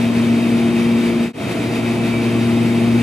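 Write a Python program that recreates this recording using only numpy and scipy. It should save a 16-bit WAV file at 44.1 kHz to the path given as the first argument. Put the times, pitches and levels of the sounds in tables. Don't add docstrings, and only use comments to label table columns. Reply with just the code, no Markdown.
import sys
import numpy as np
from scipy import signal
from scipy.io import wavfile
from scipy.ndimage import uniform_filter1d

SR = 44100
rng = np.random.default_rng(int(sys.argv[2]) if len(sys.argv) > 2 else 0)


def log_audio(samples):
    frames = np.atleast_2d(samples).T
    limited = np.clip(frames, -1, 1)
    pcm = np.round(limited * 32767).astype(np.int16)
    wavfile.write(sys.argv[1], SR, pcm)


def amplitude_ratio(level_db):
    exponent = np.asarray(level_db, float) / 20
    return 10 ** exponent


N = 133182
CUT_S = 1.328
SIDES = np.array([[.5], [-.5]])


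def evened(x):
    return x / np.sqrt(np.mean(abs(x) ** 2) + 1e-20)


def read(points, hz):
    f, value = np.transpose(points)
    return np.interp(np.log(hz + 1), np.log(f + 1), value)


def drift(rate_hz):
    t = np.arange(N // 64 + 2) * 64 / SR
    rates_hz = np.geomspace(.3, 1, 16) * rate_hz
    slow = sum(np.sin(2 * np.pi * (f * t + rng.random())) / np.sqrt(f) for f in rates_hz)
    return np.interp(np.arange(N) / SR, t, evened(slow))


def fuzzy(hz, width_hz):
    pole = np.exp(-np.pi * width_hz * 32 / SR)
    a, b = rng.standard_normal((2, N // 32 + 400))
    slow = signal.lfilter([1], np.convolve([1, -pole], [1, -pole]), a + 1j * b)
    slow = evened(slow[300:])
    smooth = uniform_filter1d(np.repeat(slow, 32), size=32)[:N]
    carrier = np.exp(2j * np.pi * hz * np.arange(N) / SR)
    return np.sqrt(2) * (smooth * carrier).real


def ports(db, pan_db):
    return amplitude_ratio(db + SIDES * pan_db)


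# f/Hz, lead/rad
PORT_LEAD = [(120, 0.23), (300, 0.11), (950, 0.34), (1900, 0.68), (3100, 0.54), (4800, -1.36), (6200, 0.08),
             (12000, -0.39)]


def pump(shaft_hz, orders, levels, pipe_leads):
    t = np.arange(N) / SR
    skipped_s = .62 * (t > CUT_S)
    turns = shaft_hz * (t + skipped_s) + .002 * drift(rate_hz=2.955)
    out = np.zeros((2, N))
    for order, (db, pan_db), lead in zip(orders, levels, np.resize(pipe_leads, len(orders))):
        port_phase = SIDES * read(PORT_LEAD, order * shaft_hz)
        wobble = amplitude_ratio(.4 * drift(rate_hz=5.2))
        out += ports(db, pan_db) * wobble * np.cos(2 * np.pi * (order * turns + lead) + port_phase)
    return np.sqrt(2) * out


FIRST_ORDERS = [2, 4, 6, 8, 10, 12, 14, 24, 26, 60, 83, 110, 112]
# level/dB, L-R/dB
FIRST_LEVELS = [(-26.8, 1.5), (-22, 2.3), (-34.5, -1.5), (-56, 0), (-51, -12), (-45, -3), (-53, -3),
                (-58, 0), (-57, 0), (-56, 0), (-59, 0), (-63, 4), (-68, 0)]
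FIRST_PIPE_LEAD = [.38, .24, -.48]


def first_pump():
    return pump(58.39, FIRST_ORDERS, FIRST_LEVELS, FIRST_PIPE_LEAD)


SECOND_ORDERS = [2, 4, 6, 8, 10, 12, 14, 46, 49, 50, 52, 53, 55, 104]
# level/dB, L-R/dB
SECOND_LEVELS = [(-28.3, 2), (-22, 2.7), (-30, 6), (-36.5, 2), (-50, 5), (-55, -9), (-52, 2), (-58, 3),
                 (-60, 3), (-57, 3), (-53, 0), (-54, 6), (-50, 7), (-64, 0)]
SECOND_PIPE_LEAD = [-.34, .09, .04]


def second_pump():
    return pump(58.47, SECOND_ORDERS, SECOND_LEVELS, SECOND_PIPE_LEAD)


# f/Hz, likeness/0-1
SAME = [(50, 0.98), (330, 0.98), (1550, 0.4), (2300, 1), (3000, 0.43), (3700, 0.73), (5800, 0.39),
        (14500, 0.67)]
# f/Hz, L-R/dB
BALANCE = [(60, 0), (300, -0.5), (680, 0), (1750, 3.5), (2500, -.5), (3200, 1.5), (8800, -1.5), (14000, -1)]


def airy(shape, resonances, level_db):
    frames, hz = N // 1024 + 5, np.fft.rfftfreq(4096, 1 / SR)
    ragged = evened(uniform_filter1d(rng.standard_normal((3, 2049)), size=2))
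    colour_db = read(shape, hz) - 60 * ((hz < 20) | (hz > 15700))
    colour_db = colour_db - 9.5 * np.maximum(hz - 14450, 0) / 1000
    for f, width_hz, lift_db in resonances:
        colour_db = colour_db + lift_db / (1 + (2 * (hz - f) / width_hz) ** 2)
    ragged_db = 2.5 * ragged[0] - 0.5 * ragged[1:]
    colour_db = colour_db + np.clip(hz / 5000, .15, 1) * ragged_db + SIDES * read(BALANCE, hz)

    a, b, c, d = rng.standard_normal((frames, 2049, 4)).T
    same = np.clip(read(SAME, hz), 0, 1)[:, None]
    left = a + 1j * b
    right = same * left + np.sqrt(1 - same ** 2) * (c + 1j * d)
    right = right * np.exp(-1j * read(PORT_LEAD, hz))[:, None]
    z = np.array([left, right]) * amplitude_ratio(colour_db[:, :, None])
    noise = signal.istft(z, nperseg=4096, noverlap=3072)[1][:, :N]
    return amplitude_ratio(level_db) * evened(noise)


# f/Hz, level/dB per Hz
RUMBLE = [(28, -54), (62, -22), (76, -9), (150, -3.5), (290, -2), (430, -11.5), (1400, -22.5), (5000, -109)]
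# f/Hz, width/Hz, lift/dB
CASING = [(95, 35, -6), (300, 9.1, 5), (304, 16, -4), (370, 11, 5.5), (462, 14, 1.5), (584, 120, -3),
          (658, 80, 7.5), (744, 26, -11.5), (1213, 24, -5.5)]


def casing_rumble():
    return airy(RUMBLE, CASING, level_db=-22)


# f/Hz, level/dB per Hz
RUSH = [(500, -20.5), (1500, -7), (2200, -1), (3300, -8.5), (5500, -18), (9000, -21), (12000, -26.5),
        (14400, -30.5)]
# f/Hz, width/Hz, lift/dB
PIPES = [(2390, 80, 4), (2575, 100, 6), (2655, 30, -6), (2715, 80, 4), (3350, 200, -2), (3750, 280, 6),
         (3960, 60, -4), (4450, 250, 3), (4900, 250, 4), (7950, 200, 5), (8250, 300, -3), (9120, 200, 4),
         (10800, 150, 3), (11500, 400, 2)]


def air_rush():
    rattle = 1 + 0.04 * fuzzy(94.6, width_hz=5.6)
    swell = amplitude_ratio(-0.93 * drift(rate_hz=12))
    return rattle * swell * airy(RUSH, PIPES, level_db=-31)


WHISTLE_HZ = [2396, 2571, 2689, 3098, 3737, 4846, 5681, 7935, 8576, 8705, 9045, 9166, 11133, 11560]
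# width/Hz, level/dB, L-R/dB
WHISTLES = [(25, -61, 0), (25, -51.5, -9), (12, -61, 4), (5.4, -63, 2), (7.4, -58, -6), (9.6, -57.5, -1),
            (4.4, -60, 4), (20, -63, -11), (12, -64, -5), (15, -65, -4), (12, -69, -5), (14, -60, -7),
            (20, -71, 0), (20, -72, 0)]


def fitting_whistles():
    out = np.zeros((2, N))
    for hz, (width_hz, db, pan_db) in zip(WHISTLE_HZ, WHISTLES):
        out += ports(db, pan_db) * fuzzy(hz, width_hz)
    return out


# t/s, level/dB
VALVE = [
    (0, -54),
    (.15, -37),
    (.5, -57),
    (.9, -33.5),
    (1.15, -40),
    (1.7, -45),
    (2.15, -27.5),
    (2.5, -45.5),
    (2.9, -30.5),
]


def valve_whistle():
    t, hz = np.arange(N) / SR, 2309
    turns = hz * t + .1 * drift(rate_hz=5.3)
    tone = 0.55 * np.sqrt(2) * np.cos(2 * np.pi * turns) + .3 * fuzzy(hz, width_hz=5)
    swell = amplitude_ratio(np.interp(t, *np.transpose(VALVE)))
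    return ports(0, -1) * swell * tone


def scene():
    hum = first_pump() + second_pump()
    air = air_rush() + fitting_whistles() + valve_whistle()
    return hum + casing_rumble() + air


def roll_off(x):
    return signal.sosfilt(signal.butter(12, 15600, fs=SR, output="sos"), x)


def record(dry):
    fade_out_s, fade_in_s = .102, .094
    t = np.arange(N) / SR - CUT_S
    fade = np.clip(np.maximum(-t / fade_out_s, t / fade_in_s), 0, 1)
    return roll_off(dry * fade)


dry = scene()
out = record(dry)
log_audio(out)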